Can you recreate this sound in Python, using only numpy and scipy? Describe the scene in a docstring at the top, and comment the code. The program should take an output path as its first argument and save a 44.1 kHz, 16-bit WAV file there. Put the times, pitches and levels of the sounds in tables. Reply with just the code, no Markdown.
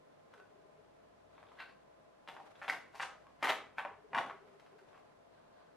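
"""A workbench in a small room: hands pick paper and plastic kit parts out of a thin plastic tray.
Parts tap, rattle and scuff: single clicks and stick-slip trains ring the part and the tray,
and the room answers with echoes that change as the hand moves. Between the contacts fingers and
sleeves rustle and the plastic crinkles, over a quiet room hum and a faint tone that comes in blips."""
import sys
import numpy as np
from scipy import signal
from scipy.fft import rfft, irfft
from scipy.io import wavfile
from scipy.ndimage import uniform_filter1d

SR = 44100
rng = np.random.default_rng(int(sys.argv[2]) if len(sys.argv) > 2 else 0)


def generate_wav(signal):
    """Clip the signal to [-1, 1] and save it as 16-bit WAV at the path in sys.argv[1]."""
    frames = np.transpose(np.atleast_2d(signal))
    scaled = np.clip(frames, -1, 1) * 32767
    pcm = np.round(scaled).astype(np.int16)
    wavfile.write(sys.argv[1], SR, pcm)


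N = 254016
T = np.arange(N) / SR
FILTER_SIZE = 8192
FILTER_HZ, SCENE_HZ = np.fft.rfftfreq(FILTER_SIZE, 1 / SR), np.fft.rfftfreq(N, 1 / SR)
# resonances of a stiff paper wing: f/Hz, width/Hz, gain/dB
WING_MODES = [(720, 290, -5), (1100, 120, 8.5), (1565, 160, 13.5), (1900, 100, 9), (2080, 70, 0.5),
              (2710, 270, 8.5), (3870, 140, 0), (4280, 180, 0)]


def amp(db):
    return 10 ** (np.asarray(db) / 20)


def unit_rms(x):
    return x / np.sqrt(np.mean(x ** 2) + 1e-30)


def curve(points, hz):
    """Linear interpolation over log frequency."""
    f, value = np.transpose(points)
    return np.interp(np.log(hz + 1), np.log(f), value)


def add(mix, start_s, sound):
    part = mix[max(round(start_s * SR), 0):][:len(sound)]
    part += sound[:len(part)]


def bell(hz, width_hz):
    """Resonance curve, 1 at its centre."""
    return 1 / (1 + (2 * (FILTER_HZ - hz) / width_hz) ** 2)


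def swell(start_s, length_s, rise_s, fall_s):
    """Linear rise, hold, exponential fall."""
    return np.clip((T - start_s) / rise_s, 0, 1) * np.exp(-np.maximum(T - start_s - length_s, 0) / fall_s)


def minimum_phase(gain):
    """Most compact impulse response of this spectral shape, peak 1."""
    phase = -signal.hilbert(np.log(np.r_[gain, gain[-2:0:-1]] + 1e-6)).imag[:len(gain)]
    pulse = irfft(gain * np.exp(1j * phase))[:FILTER_SIZE // 2]
    return pulse / abs(pulse).max()


def diffuse(pair, coherence, gain=1):
    """Two independent signals become a stereo field from all around."""
    alike = np.clip(curve(coherence, np.fft.rfftfreq(pair.shape[1], 1 / SR)), -1, 1)
    mid, side = rfft(pair) * gain * np.sqrt([1 + alike, 1 - alike])
    return irfft([mid + side, mid - side], pair.shape[1])


def wide_noise(gain):
    """Shaped stereo noise, rms 1."""
    # left-right likeness: f/Hz, coherence
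    coherence = [(50, 0.95), (120, 0.83), (240, -0.081), (450, -0.33), (750, -0.37), (1200, 0.31),
                 (2500, -0.088), (10000, -0.029)]
    return unit_rms(diffuse(rng.standard_normal((2, N)), coherence, gain))


def room_tone(air_db=-64.6):
    """Room air and narrow noise bands of hum."""
    # air spectrum: f/Hz, relative level/dB
    air_shape = [(15, -72), (25, -16), (43, -22), (79, -24), (150, -9), (270, -6), (309, -6), (344, -7),
                 (415, -4), (689, -3), (788, -10), (1580, -16.5), (2300, -22), (11700, -40), (14900, -63)]
    # hum: f/Hz, width/Hz, level/dB
    hum_bands = [(58.76, 1, -85), (101, 18, -83), (151.1, 13.6, -81.5), (617, 6.4, -73), (678.5, 33, -74),
                 (831, 36, -78.5), (1031, 48, -77.5)]
    hum = sum(amp(db) * wide_noise(1 / (1 + (2 * (SCENE_HZ - hz) / width_hz) ** 4))
              for hz, width_hz, db in hum_bands)
    return amp(air_db) * wide_noise(amp(curve(air_shape, SCENE_HZ))) + hum


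def blips(tone_hz=415.3, half_width_s=0.012, pitch_spread=0.058):
    """A faint tone in Gaussian blips, each slightly detuned."""
    # blip peaks: t/s, level/dB
    peaks = [(0.391, -62.5), (.43, -63), (0.521, -63), (0.559, -64), (.591, -62), (.657, -61), (0.701, -67),
             (.792, -59), (3.624, -60), (3.919, -55.5), (3.99, -62), (4.055, -57), (4.118, -58),
             (4.324, -61), (4.352, -56), (4.424, -58), (4.456, -61.5), (4.487, -60.5), (4.528, -61.5),
             (4.56, -58.5), (4.732, -62), (4.76, -58.5), (4.827, -59)]
    out, t = np.zeros(N), np.arange(-SR // 20, SR // 20) / SR
    for (at_s, db), (detune, phase) in zip(peaks, rng.uniform(-1.07, 1, (len(peaks), 2))):
        tone = np.sin(2 * np.pi * tone_hz * (1 + pitch_spread * detune) * t + np.pi * phase)
        add(out, at_s + t[0], amp(db) * np.exp(-(t / half_width_s) ** 2) * tone)
    return out


def rubbing(rest_db=-76.5, rest_paper=0.26):
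    """Cloth and paper gains over time; the hands are never quite still."""
    # hand strokes: start/s, length/s, level/dB, paper share of the power
    strokes = [(0.3, 0.085, -67, 0.4), (1.301, 0.28, -67, 0.44), (2.326, 0.49, -63.5, 0),
               (2.748, 0.58, -70.5, 0), (4.28, 0.69, -70.5, 0), (4.86, 0.24, -69, 0.3),
               (5.308, 0.36, -70, 1)]
    shares = lambda paper: np.array([[1 - paper], [paper]])
    power = sum(shares(paper) * (amp(db) * swell(start_s, length_s, rise_s=0.014, fall_s=0.055)) ** 2
                for start_s, length_s, db, paper in strokes)
    return np.sqrt(power + shares(rest_paper) * amp(rest_db) ** 2)


def rustle(grain_db=2.0):
    """Sleeves and paper rub softly and unevenly."""
    # cloth friction spectrum: f/Hz, relative level/dB
    cloth = [(60, -19), (160, -8), (300, -5), (650, 0.5), (1100, -5), (2300, -12.5), (7000, -28),
             (11500, -33), (13500, -44)]
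    # paper friction spectrum: f/Hz, relative level/dB
    paper = [(200, -19), (700, 9.5), (1150, 2), (1650, -1.5), (2000, -13), (3500, -10.5), (4400, -10),
             (5500, -23), (11500, -42), (13500, -44)]
    surfaces = np.array([wide_noise(amp(curve(shape, SCENE_HZ))) for shape in (cloth, paper)])
    grain = unit_rms(uniform_filter1d(rng.standard_normal(N), size=900))
    return (rubbing()[:, None] * surfaces).sum(0) * unit_rms(amp(grain_db * grain))


def room(x, build_s=0.0089, shade_hz=4500, shade=0.34):
    """Direct sound, near reflections and a diffuse tail that lasts longest in the bass."""
    # tail: f/Hz, t60/s, level/dB; thin plastic throws its treble in all directions
    tail_bands = [(150, 0.64, 1.5), (525, 0.31, 3.5), (960, 0.36, 0.5), (1390, 0.43, -3.5),
                  (3300, 0.35, -2), (6700, 0.34, 1.5), (12000, 0.23, 3)]
    # left-right likeness of the tail: f/Hz, coherence
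    coherence = [(50, 0.95), (130, 1), (250, 0.89), (450, 0.69), (700, 0.89), (1400, 0.85), (2600, 0.73),
                 (5000, 0.44), (9000, 0.054)]
    # reflections off bench, clutter and body: delay/s, left gain, right gain
    echoes = [(.0011, 0.43, 0.17), (.0024, -0.32, -0.16), (.0043, 0.14, 0.12), (.0068, 0.25, 0.34),
              (.0093, -.14, -.2), (0.0109, 0.079, 0.055)]
    bands = np.array(tail_bands)
    field = diffuse(rng.standard_normal((2, SR * 3 // 4)), coherence)
    hz, t, spectra = signal.stft(field, SR, nperseg=256)
    t60_s, wet_db = curve(bands[:, :2], hz)[:, None], curve(bands[:, ::2], hz)[:, None]
    fade = np.exp(-np.log(1000) * t / t60_s) * np.sqrt(np.log(1000) / (t60_s * SR))  # energy 1 per band
    tail = signal.istft(spectra * fade * amp(wet_db), SR, nperseg=256)[1]
    tail *= 1 - np.exp(-(np.arange(tail.shape[1]) / SR / build_s) ** 2)
    near = np.zeros_like(tail)
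    near[:, 0] = 1
    for delay_s, left, right in echoes:
        near[:, round(delay_s * SR * rng.uniform(.85, 1.15))] += left, right
    dull = signal.lfilter(*signal.butter(1, shade_hz, fs=SR), near)  # the hand shades the near paths
    return signal.fftconvolve(x[None], tail + near + shade * (dull - near), axes=1)[:, :N]


def wander(x, places=3, moves_per_s=5):
    """The hand cycles through a few places, each with its own echoes."""
    position = T * moves_per_s % places
    out = np.zeros((2, N))
    for place in range(places):
        distance = abs((position - place + places / 2) % places - places / 2)
        crossfade = np.sin(np.pi / 2 * np.clip(2.5 - 4 * distance, 0, 1)) ** 2
        out += room(x * crossfade)
    return out


def slips(samples, per_s, spread_db):
    """Random train of stick-slip clicks, sized from 0 dB to spread_db."""
    chance, size, sign = rng.random((3, samples))
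    return (chance < per_s / SR) * amp(spread_db * size) * np.sign(sign - .5)


def tray_response(modes, thump_db, edge_hz, crackle_db, top_hz, ring_hz, ring_width_hz, ring_db):
    """Part and tray answer one click: a soft contact cuts treble, a heavy one adds bass."""
    # broad spectrum of tray and parts: f/Hz, relative level/dB
    body_shape = [(40, -52), (90, -25), (160, -23), (330, -11.5), (520, -8), (700, -0.5), (1000, -1.5),
                  (1400, 0.5), (2000, -2), (3000, -9), (5000, -7), (15000, -14)]
    # fine crackle of thin plastic: f/Hz, relative level/dB
    crackle_shape = [(100, -31), (1500, 14), (3500, 4.5), (5200, 0.5), (7000, -4.5), (10000, -7.5),
                     (12500, -10), (14500, -21)]
    modes_db = sum(db * bell(hz, width_hz) for hz, width_hz, db in modes)
    part_db = thump_db * bell(hz=400, width_hz=330) + ring_db * bell(ring_hz, ring_width_hz)
    body = amp(curve(body_shape, FILTER_HZ) + part_db) / np.sqrt(1 + (FILTER_HZ / edge_hz) ** 14)
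    crackle = amp(crackle_db + curve(crackle_shape, FILTER_HZ)) / np.sqrt(1 + (FILTER_HZ / top_hz) ** 10)
    return minimum_phase(np.hypot(body, crackle) * amp(modes_db))


def contact(kind, crackle_cut_db=0):
    """One click of this kind rings the paper wing, a hollow part or the tray."""
    # contact timbres: thump/dB, treble edge/Hz, crackle/dB, crackle top/Hz,
    # ring/Hz, ring width/Hz, ring/dB, kind
    timbres = [(14, 3500, -16, 16000, 1490, 130, 18, "tick"),
               (1, 4130, -26.5, 20000, 1900, 1200, -2.5, "sheet"),
               (-5, 2600, -12, 15000, 1840, 1060, 11.5, "clack"),
               (5, 3700, -20.5, 22000, 3500, 760, 6, "crack"),
               (5, 4000, -14.5, 20000, 3050, 760, 10.5, "burst"),
               (-7, 2980, -33, 37000, 880, 120, 2, "snap"),
               (-10, 3200, -25.5, 10400, 1600, 710, 5, "flick"),
               (-1, 4900, -3, 9800, 1126, 180, 16.5, "crinkle"),
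               (17, 3300, 5, 20000, 9000, 5000, 16, "fizz"),
               (6.5, 3400, -19.5, 25000, 340, 90, 4.5, "crunch"),
               (7, 3200, -19, 14000, 1070, 330, 11.5, "knock"),
               (-10, 3450, -24.5, 10000, 940, 100, 4.5, "buckle"),
               (-0.5, 3200, -28, 12500, 1160, 390, 9.5, "hollow"),
               (-3, 604, -38, 7500, 185, 170, 14, "thud"), (10.5, 1480, -21.5, 12000, 867, 200, 14, "pat"),
               (4, 2900, -36, 12000, 900, 270, 6.5, "bump"),
               (-15, 5100, -10, 16000, 4500, 2500, -4, "click"),
               (-10, 5400, -17, 20000, 4500, 650, 13, "scratch"),
               (-6, 4100, -20, 20000, 3570, 1300, 19.5, "rasp")]
    # tray resonances and dips: f/Hz, width/Hz, gain/dB
    tray_modes = [(662, 36, 4), (776, 39, 4), (792, 59, 4.5), (945.4, 40, 2.5), (1100, 25, 4),
                  (1285, 81, 3), (1720, 33, 0.5), (1880, 20, -7), (2610, 50, 2.5), (3610, 66, -8)]
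    # resonances of a hollow plastic part: f/Hz, width/Hz, gain/dB
    shell_modes = [(802, 150, 7.5), (1130, 470, -10), (1510, 180, 7), (2060, 360, 5), (4770, 300, 7)]
    part_modes = {"sheet": WING_MODES, "rasp": WING_MODES, "scratch": WING_MODES, "clack": shell_modes}
    modes = part_modes.get(kind, tray_modes)
    thump_db, edge_hz, crackle_db, *rest = next(timbre for *timbre, name in timbres if name == kind)
    return tray_response(modes, thump_db, edge_hz, crackle_db - crackle_cut_db, *rest)


def crinkles(over_rubbing_db=1):
    """Thin plastic ticks at random, louder while the hands move."""
    clicks = slips(N, per_s=10, spread_db=0) * np.hypot(*rubbing())
    return amp(over_rubbing_db) * signal.oaconvolve(clicks, contact("crinkle"))[:N]


def wing_slide():
    """The wing's stick slides between the fingers; dense slips set the wing ringing."""
    # slides: start/s, length/s, level/dB
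    slides = [(5.353, 0.32, -78.5)]
    pressure = sum(amp(db) * swell(start_s, length_s, rise_s=0.026, fall_s=0.091)
                   for start_s, length_s, db in slides)
    wing = tray_response(WING_MODES, thump_db=-7, edge_hz=1750, crackle_db=-35, top_hz=16000,
                         ring_hz=1250, ring_width_hz=250, ring_db=1)
    return pressure * unit_rms(signal.oaconvolve(slips(N, per_s=2200, spread_db=-3), wing)[:N])


def scuffs():
    """Dense slips swell and die as an edge drags over the tray."""
    # drags: peak t/s, level/dB, rise/s, fall/s, contact kind
    drags = [(1.376, -78, 0.019, .026, "rasp"), (1.494, -78, 0.011, .04, "rasp"),
             (1.597, -50.5, 0.0099, 0.0088, "sheet"), (1.604, -44, 0.0053, 0.0084, "sheet"),
             (1.625, -46.5, .0057, 0.0029, "sheet"), (1.698, -58.5, .012, .007, "sheet"),
             (1.712, -70, 0.023, 0.011, "scratch"), (2.385, -64, .074, 0.02, "pat"),
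             (2.629, -59, 0.0041, 0.031, "fizz"), (2.689, -38, .003, 0.0092, "clack"),
             (2.958, -55, 0.0097, .008, "fizz"), (2.982, -58.5, 0.027, 0.0056, "fizz"),
             (3.027, -39, 0.014, 0.005, "crinkle"), (3.452, -42, 0.016, .015, "crunch"),
             (3.498, -29.5, 0.0094, 0.0059, "burst"), (3.793, -49.5, 0.012, 0.0034, "crunch"),
             (4.181, -36.5, 0.016, 0.0026, "knock"), (4.18, -47, 0.025, 0.016, "thud"),
             (4.666, -70.5, 0.011, .008, "burst"), (4.792, -64, 0.0033, 0.012, "tick"),
             (4.944, -60, 0.0055, 0.015, "hollow")]
    out, t = np.zeros(N), np.arange(-SR // 2, SR // 2) / SR
    for peak_s, db, rise_s, fall_s, kind in drags:
        pressure = np.exp(-abs(t / np.where(t < 0, rise_s, fall_s)))
        drag = signal.fftconvolve(slips(len(t), per_s=3000, spread_db=3.5) * pressure, contact(kind))
        add(out, peak_s + t[0], amp(db) * drag * np.linalg.norm(pressure) / np.linalg.norm(drag))
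    return out


def taps(rattle_db=5.5, reference_decay_s=0.009):
    """A part strikes the tray: one sharp knock, then a dying rattle of crackling plastic."""
    # blows: t/s, level/dB, rattle decay/s, contact kind
    blows = [(.3372, -48.5, 0.0037, "tick"), (.341, -52.5, 0.0014, "tick"), (.378, -53.5, 0.0033, "tick"),
             (.3935, -58, 0.0013, "hollow"), (.4, -49, 0.0015, "tick"), (1.352, -61.5, .001, "rasp"),
             (1.367, -63, .002, "rasp"), (1.380, -50.5, 0.0043, "bump"), (1.429, -49.5, 0.0011, "knock"),
             (1.437, -55, .0015, "knock"), (1.468, -57, .001, "rasp"), (1.487, -57, 0.0027, "rasp"),
             (1.518, -51.5, 0.0016, "knock"), (1.554, -59, .001, "rasp"), (1.601, -39.5, 0.0033, "sheet"),
             (1.618, -47, 0.00092, "sheet"), (2.2762, -36.5, .014, "crack"), (2.2845, -38, .002, "crack"),
             (2.350, -53, .0059, "pat"), (2.3655, -42, 0.0044, "bump"), (2.382, -55, 0.0031, "hollow"),
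             (2.401, -41.5, 0.0014, "pat"), (2.554, -55, 0.0086, "rasp"), (2.6165, -38, 0.02, "flick"),
             (2.644, -38, 0.0053, "snap"), (2.680, -28, 0.0052, "crack"), (2.6865, -31, .002, "crack"),
             (2.698, -18.5, 0.00092, "clack"), (2.705, -29, 0.0013, "clack"),
             (2.725, -33, 0.0087, "crunch"), (2.737, -41, .003, "crack"), (2.939, -51, 0.0095, "pat"),
             (2.954, -45.5, 0.0054, "knock"), (2.998, -27, 0.0027, "snap"), (3.0045, -30, 0.0031, "flick"),
             (3.032, -28, 0.0019, "buckle"), (3.268, -49.5, .001, "knock"),
             (3.427, -22.5, 0.0068, "crunch"), (3.440, -23, 0.0097, "crunch"),
             (3.454, -27.5, 0.0047, "crack"), (3.4605, -37, .002, "snap"),
             (3.472, -21.5, 0.00086, "crunch"), (3.480, -30, 0.0025, "knock"),
             (3.4925, -24, 0.0011, "crack"), (3.497, -20.5, 0.00087, "burst"),
             (3.502, -17.5, 0.0022, "crack"), (3.5055, -25, 0.0028, "burst"), (3.5125, -27, 0.0045, "snap"),
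             (3.521, -26, 0.0014, "snap"), (3.783, -26, .003, "snap"), (3.7895, -32.5, 0.0017, "crack"),
             (3.7955, -28.5, 0.0025, "snap"), (3.8025, -32.5, 0.0018, "flick"),
             (3.8503, -30, 0.0025, "bump"), (3.859, -35, 0.0014, "hollow"), (4.132, -33, 0.0055, "bump"),
             (4.1473, -24, 0.0054, "flick"), (4.158, -27, 0.0012, "hollow"),
             (4.166, -28.5, 0.0029, "hollow"), (4.178, -25.5, 0.0013, "buckle"),
             (4.185, -20.5, 0.0016, "buckle"), (4.1905, -26, .001, "buckle"),
             (4.214, -36.5, .002, "hollow"), (4.262, -42, 0.0043, "pat"), (4.2974, -36, 0.0036, "hollow"),
             (4.3065, -40, 0.0012, "bump"), (4.311, -36.5, 0.0012, "hollow"),
             (4.598, -50.5, 0.00097, "click"), (4.606, -54, .001, "click"), (4.664, -54, .001, "crinkle"),
             (4.671, -56, 0.0012, "click"), (4.7863, -55, .002, "click"), (4.931, -54, .002, "knock"),
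             (4.9755, -51.5, 0.0019, "knock")]
    out, t = np.zeros(N), np.arange(SR // 8) / SR
    for at_s, db, decay_s, kind in blows:
        decay_s = max(decay_s, 0.001)
        knock = contact(kind, crackle_cut_db=12)
        clicks = slips(len(t), per_s=1900, spread_db=25) * np.exp(-t / decay_s) * (t > .0008)
        rattle = signal.fftconvolve(clicks, contact(kind))
        # rattle energy: rattle_db above the knock at the reference decay, more if longer
        size = amp(rattle_db) * np.sqrt(decay_s / reference_decay_s) * np.linalg.norm(knock)
        add(out, at_s, amp(db) * knock)
        add(out, at_s, amp(db) * size * rattle / (np.linalg.norm(rattle) + 1e-9))
    return out


def scene(parts_left_db=0.6):
    """Parts almost straight ahead; the background leans left in the low mids."""
    # background balance: f/Hz, left over right/dB
    balance = [(260, -0.5), (420, 4), (700, 2.5), (1200, -1.5), (3000, -0.1)]
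    sides = np.array([[.5], [-.5]])
    parts = wander(taps() + scuffs() + wing_slide() + crinkles()) * amp(parts_left_db * sides)
    background = rustle() + room_tone() + blips()
    lean = amp(curve(balance, SCENE_HZ) * sides)
    return parts + irfft(rfft(background) * lean, N)


def record(dry, cutoff_hz=14600):
    """Steep low-pass on the top treble."""
    lowpass = signal.firwin(255, cutoff_hz, window=("kaiser", 8), fs=SR)
    return signal.oaconvolve(dry, lowpass[None], "same")


dry = scene()
out = record(dry)
generate_wav(out)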